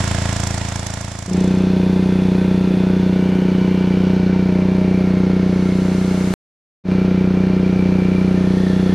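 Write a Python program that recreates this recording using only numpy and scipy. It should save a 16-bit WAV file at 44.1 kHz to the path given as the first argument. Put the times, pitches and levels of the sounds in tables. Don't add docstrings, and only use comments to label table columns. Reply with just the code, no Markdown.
import sys
import numpy as np
from scipy import signal
from scipy.fft import rfft, irfft, next_fast_len
from scipy.io import wavfile
from scipy.ndimage import uniform_filter1d

SR = 44100
rng = np.random.default_rng(int(sys.argv[2]) if len(sys.argv) > 2 else 0)


def materialize(psi):
    bounded = np.clip(np.atleast_2d(psi).T, -1, 1)
    quanta = np.round(bounded * 32767).astype(np.int16)
    wavfile.write(sys.argv[1], SR, quanta)


N = 394254

# multiple of the firing rate, relative level/dB
LOADED_ORDERS = [(1, -9.5), (2, -12.5), (3, 2), (4, 0.5), (5, -6.5), (6, -6.5), (7, -4.5), (8, -22),
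                 (9, -12), (10, -12), (11, -24), (12, -35), (13, -14), (14, -39.5), (15, -26.5),
                 (16, -24.5), (17, -17), (18, -42.5), (19, -22), (20, -19), (21, -27.5), (22, -20.5),
                 (23, -19.5), (24, -15), (25, -19), (26, -23)]
FREE_ORDERS = [(1, -22), (2, -17), (3, -10.5), (4, -21.5), (5, -9), (6, 2.5), (7, -8.5), (8, -16),
               (9, -12.5), (10, -13), (11, -19), (12, -11), (13, -20), (14, -22), (15, -23), (16, -23.5),
               (17, -23), (18, -42.5)]
# t/s, greatest delay/s
WEAK_BURNS = [(.82, .0009), (1.3, .0013), (1.76, .0009), (2.25, .0007), (3.4, .0004), (3.83, .0007),
              (4.16, .0011), (4.47, .0013), (5.5, .0006), (5.81, .0007), (6.06, .0007), (6.76, .0009),
              (7.15, .0003), (7.99, .0008), (8.34, .0005)]
# f/Hz, relative level/dB
LOADED_CLATTER_SPECTRUM = [(250, -23.5), (400, -15), (550, -4.5), (700, 0), (950, 0), (1200, -4.5),
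                           (1500, -3.5), (1900, -4), (2300, -5.5), (2800, -10), (3500, -8.5), (5000, -20.5),
                           (8000, -46.5)]
JET_SPECTRUM = [(2000, -26), (3400, -5.5), (4500, -3.5), (5400, 0.5), (6400, -3), (7500, 0.5), (8500, -9.5),
                (10000, -11), (11500, -24.5), (13500, -30), (15500, -43)]
SPIT_SPECTRUM = [(500, -23.5), (1000, -2.5), (3000, -13.5), (5500, 7), (7500, 6), (10500, -4.5),
                 (11800, -16.5), (14000, -16.5), (16000, -30)]
FREE_CLATTER_SPECTRUM = [(150, 7), (380, 7.5), (560, 9.5), (720, 5.5), (930, 3), (1100, -3), (1400, -2),
                         (1900, -3.5), (2300, -4.5), (2800, -9.5), (3600, -14.5), (5000, -27)]
FAN_SPECTRUM = [(1800, -26.5), (2900, -0.5), (3500, 0.5), (4300, 1.5), (5200, -3.5), (6200, -5.5),
                (7000, -18.5), (8200, -33)]
SIZZLE_SPECTRUM = [(5500, -10.5), (7200, 0.5), (8200, -3.5), (9100, 5.5), (9700, -9), (10400, 4),
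                   (11200, -7.5), (12500, -11.5), (14000, -19), (15500, -30)]
WIND_SPECTRUM = [(15, -2.5), (35, -10), (70, 4.5), (110, 6.5), (200, -10.5), (350, -0.5), (600, -24.5)]
HISS_SPECTRUM = [(200, -7.5), (600, 5), (1500, 7.5), (3000, -0.5), (4500, -2.5), (6300, 1), (8000, -2.5),
                 (10500, -6.5), (12500, -14), (15000, -24.5)]
# f/Hz, width/Hz, relative level/dB
CASING_MODES = [(624, 24, -47), (866, 24, -52), (1045, 12, -53), (1364, 10, -53), (2096, 13, -53.5),
                (2780, 19, -55.5), (4224, 54, -55)]
# from t/s, to t/s, f/Hz, width/Hz, relative level/dB
PASSING_RINGS = [(1.4, 2.6, 1525, 20, -47), (1.4, 2.93, 2480, 130, -45), (1.3, 3.2, 3480, 160, -45),
                 (1.5, 4.9, 930, 50, -46), (2.8, 4.5, 1480, 30, -43), (3.1, 4.2, 2910, 200, -45),
                 (3.1, 5.1, 2325, 60, -43), (4.5, 5.13, 610, 13, -38), (4.9, 6.4, 2170, 70, -45.5),
                 (5.0, 9.5, 1350, 200, -48), (6.7, 8.42, 2350, 85, -42), (7.65, 8.3, 2340, 16, -44),
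                 (8.38, 9.5, 1780, 70, -41.5), (8.5, 9.6, 3380, 90, -43.5)]
# t/s, fan air level/dB, sizzle level/dB
FAN_LEVELS = [(1.45, -44.2, -60.5), (2.3, -46.3, -57.5), (3.3, -46.8, -63.5), (4.1, -45.3, -68),
              (4.8, -47, -63), (6.2, -43, -62), (7.2, -47.5, -68.5), (8.1, -46.2, -61), (8.6, -43.2, -55.5)]
# t/s, width/s, level/dB, change in the exhaust's deepest bass/dB
GUSTS = [(2.73, .06, -35, -7), (3.32, .07, -33, -7), (3.45, .3, -41.5, -4), (7.85, .1, -41, 0)]

LOADED_HZ, FREE_HZ, RESUMED_HZ = 27.887, 30.8447, 30.8729
LOADED_FIRING_S, FREE_FIRING_S, RESUMED_FIRING_S = .0038, 1.3433, 6.9165
GOVERNOR_S = .14
THUD_DB, LOADED_CLATTER_DB, JET_DB = -18.8, -27.2, -32
BOOM_DB, FREE_CLATTER_DB, CASING_GAIN_DB, BASS_LIFT_DB = -14.4, -31.9, -4.0, 1.0
HISS_DB, BOOM_DUCK_DB = -36.5, -2.2
HUM_HZ, HUM_DB, BREEZE_DB = 119.6, -39.5, -44
SPRAY_GONE_S, ENTRY_S, ENTRY_FADE_S, RING_FADE_S = 1.7, 1.26, .1, .25
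HISS_FROM_S, PAUSE_S, RETURN_S, RETURN_FADE_S = 5.3, 6.3387, 6.838, .068
CUTOFF_HZ = 15700
TIME_S = np.arange(N) / SR


def loaded_engine(cycle):
    thud = exhaust(cycle, LOADED_ORDERS, LOADED_HZ, uneven_db=.9, jitter_s=.00015)
    thud = np.array([np.r_[0, 0, thud[:-2]], thud])
    breeze = from_db(-17) * coloured(stereo_noise(alike=.2), WIND_SPECTRUM)
    knocks = .95 * contacts(cycle, uneven=.3, play_s=.00003) + stereo_noise(alike=.55, right_db=12)
    flare = 1 + 1.1 * burst(cycle, centre=.035, width=.08)
    clatter = coloured(knocks * flare, LOADED_CLATTER_SPECTRUM)
    return from_db(THUD_DB) * (thud + breeze) + from_db(LOADED_CLATTER_DB) * clatter


def foam_jet(cycle):
    hiss = coloured(stereo_noise(alike=.15, right_db=8.5), JET_SPECTRUM)
    flare = burst(cycle, centre=.1, width=.076) * per_cycle(cycle, spread_db=3.0)
    grains = from_db(4.0 * rng.standard_normal(N))
    spit = coloured(stereo_noise(alike=.2, right_db=8.5) * flare * grains, SPIT_SPECTRUM)
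    return from_db(JET_DB) * (hiss + spit)


def free_engine(sag_db):
    before, after = crank_cycles(FREE_HZ, FREE_FIRING_S), crank_cycles(RESUMED_HZ, RESUMED_FIRING_S)
    mid_pause = int((PAUSE_S + RETURN_S) / 2 * SR)
    cycle = np.r_[before[:mid_pause], after[mid_pause:] + np.ceil(before[mid_pause] - after[mid_pause])]
    boom = muffler_boom(cycle, sag_db)
    throb = 1 + .22 * burst(cycle, centre=.29, width=.26)
    knocks = throb * (contacts(cycle, uneven=.41, play_s=.00003) + 1.02 * rng.standard_normal(N))
    clatter = from_db(FREE_CLATTER_DB) * coloured(knocks, FREE_CLATTER_SPECTRUM)
    return boom + clatter + casing(knocks) + fan_air(cycle, throb)


def crank_cycles(rate_hz, firing_s):
    delay_s = np.zeros(N)
    for burn_s, greatest_s in WEAK_BURNS:
        age = np.maximum(TIME_S - burn_s, 0) / GOVERNOR_S
        delay_s += greatest_s * age * np.exp(1 - age)
    return (TIME_S - delay_s - firing_s) * rate_hz


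def firings(cycle, uneven_db, jitter_s):
    at = np.flatnonzero(np.diff(np.floor(cycle)) > 0)
    strength, late = rng.standard_normal((len(at), 2)).T
    at = np.clip(at + np.round(late * jitter_s * SR).astype(int), 0, N - 1)
    return np.bincount(at, from_db(uneven_db * strength), N)


def exhaust(cycle, orders, firing_hz, uneven_db, jitter_s, size=8192):
    order, db = np.transpose(orders)
    multiple = np.fft.rfftfreq(size, 1 / SR) / firing_hz
    shape_db = np.interp(multiple, np.r_[0, order, order[-1] * 2, order[-1] * 8],
                         np.r_[-40, db, -80, -130])
    cepstrum = irfft(np.log(from_db(shape_db)))
    cepstrum[1:size // 2] *= 2
    cepstrum[size // 2:] = 0
    ringing = irfft(np.exp(rfft(cepstrum)))
    return rms_one(signal.oaconvolve(firings(cycle, uneven_db, jitter_s), ringing)[:N])


def muffler_boom(cycle, sag_db):
    boom = exhaust(cycle, FREE_ORDERS, FREE_HZ, uneven_db=.22, jitter_s=.00006)
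    bass, edge = below(boom, edge_hz=110), boom - below(boom, edge_hz=380)
    bass_gain = from_db(BASS_LIFT_DB + sag_db)
    edge_gain = from_db(2.4) * per_cycle(cycle, spread_db=1.0)
    boom = boom + (bass_gain - 1) * bass + (edge_gain - 1) * edge
    return from_db(BOOM_DB + BOOM_DUCK_DB * hiss_swell()) * muffler_chamber(boom, hz=500, width_hz=150)


def muffler_chamber(x, hz, width_hz):
    poles = pole_pair(hz, width_hz)
    return signal.lfilter(poles[::-1], poles, x)


def contacts(cycle, uneven, play_s, count=48):
    whole = np.arange(np.floor(cycle[0]), cycle[-1] + 1)[:, None]
    angle, force = rng.random(count), rng.choice([-1, 1], count)
    at = np.interp(whole + angle, cycle, np.arange(N), -SR, 2 * N)
    at = np.round(at + play_s * SR * rng.standard_normal(at.shape)).astype(int)
    force = force * (1 + uneven * rng.standard_normal(at.shape))
    inside = (at >= 0) & (at < N)
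    return rms_one(np.bincount(at[inside], force[inside], N))


def casing(knocks):
    ringing = sum(from_db(db) * resonance(knocks, hz, width_hz) for hz, width_hz, db in CASING_MODES)
    for start_s, end_s, hz, width_hz, db in PASSING_RINGS:
        heard = np.clip(.5 + np.minimum(TIME_S - start_s, end_s - TIME_S) / RING_FADE_S, 0, 1)
        ringing = ringing + from_db(db) * heard * resonance(knocks, hz, width_hz)
    return from_db(CASING_GAIN_DB) * ringing


def fan_air(cycle, throb):
    times_s, air_db, sizzle_db = np.transpose(FAN_LEVELS)
    rush = throb * (stereo_noise(alike=1.0) + .6 * contacts(cycle, uneven=.5, play_s=.00002))
    air = from_db(np.interp(TIME_S, times_s, air_db)) * coloured(rush, FAN_SPECTRUM)
    sizzle = from_db(np.interp(TIME_S, times_s, sizzle_db)) * coloured(rush, SIZZLE_SPECTRUM)
    return air + sizzle


def wide_hiss():
    return from_db(HISS_DB) * hiss_swell() * coloured(stereo_noise(alike=.05), HISS_SPECTRUM)


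def hiss_swell():
    return ramp(HISS_FROM_S, PAUSE_S - HISS_FROM_S) * (TIME_S < PAUSE_S)


def mains_hum():
    return from_db(HUM_DB) * rms_one(np.sin(2 * np.pi * HUM_HZ * TIME_S))


def microphone_wind():
    gain, sag_db = from_db(BREEZE_DB), 0
    for peak_s, width_s, db, bass_db in GUSTS:
        swell = np.exp(-.5 * ((TIME_S - peak_s) / width_s) ** 2)
        gain = gain + from_db(db) * swell
        sag_db = sag_db + bass_db * swell
    return gain * coloured(stereo_noise(alike=1.0), WIND_SPECTRUM), sag_db


def burst(cycle, centre, width):
    return np.exp(-.5 * (((cycle - centre + .5) % 1 - .5) / width) ** 2)


def per_cycle(cycle, spread_db):
    number = np.round(cycle - np.floor(cycle[0])).astype(int)
    gain = from_db(spread_db * rng.standard_normal(number[-1] + 1))[number]
    return uniform_filter1d(gain, size=256)


def stereo_noise(alike, right_db=0):
    pair = np.sqrt(alike) * rng.standard_normal(N) + np.sqrt(1 - alike) * rng.standard_normal((2, N))
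    pair = pair * from_db([[-right_db / 2], [right_db / 2]])
    return pair / pair.mean(axis=0).std()


def coloured(x, spectrum):
    size = next_fast_len(N)
    hz, db = np.transpose(spectrum)
    log_hz = np.log(np.fft.rfftfreq(size, 1 / SR) + 1)
    gain = from_db(np.interp(log_hz, np.log(hz), db, -120, -120))
    return rms_one(irfft(rfft(x, size) * gain, size)[..., :N])


def resonance(drive, hz, width_hz):
    return rms_one(signal.lfilter([1, 0, -1], pole_pair(hz, width_hz), drive))


def pole_pair(hz, width_hz):
    radius = np.exp(-np.pi * width_hz / SR)
    return [1, -2 * radius * np.cos(2 * np.pi * hz / SR), radius * radius]


def below(x, edge_hz):
    return signal.sosfiltfilt(signal.butter(3, edge_hz, fs=SR, output="sos"), x)


def ramp(start_s, length_s):
    return np.clip((TIME_S - start_s) / length_s, 0, 1)


def from_db(db):
    return 10 ** (np.asarray(db) / 20)


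def rms_one(x):
    return x / np.sqrt(np.mean(x ** 2) + 1e-20)


def scene():
    wind, sag_db = microphone_wind()
    cycle = crank_cycles(LOADED_HZ, LOADED_FIRING_S)
    fade = 1 - ramp(0, SPRAY_GONE_S)
    spraying = fade * loaded_engine(cycle) + fade ** .85 * foam_jet(cycle)
    at_table = free_engine(sag_db) + wide_hiss() + mains_hum() + wind
    fader = ramp(ENTRY_S, ENTRY_FADE_S) * (TIME_S < PAUSE_S) + ramp(RETURN_S, RETURN_FADE_S)
    return spraying + fader * at_table


def record(dry):
    return signal.sosfilt(signal.cheby2(14, 70, CUTOFF_HZ, fs=SR, output="sos"), dry)


dry = scene()
out = record(dry)
materialize(out)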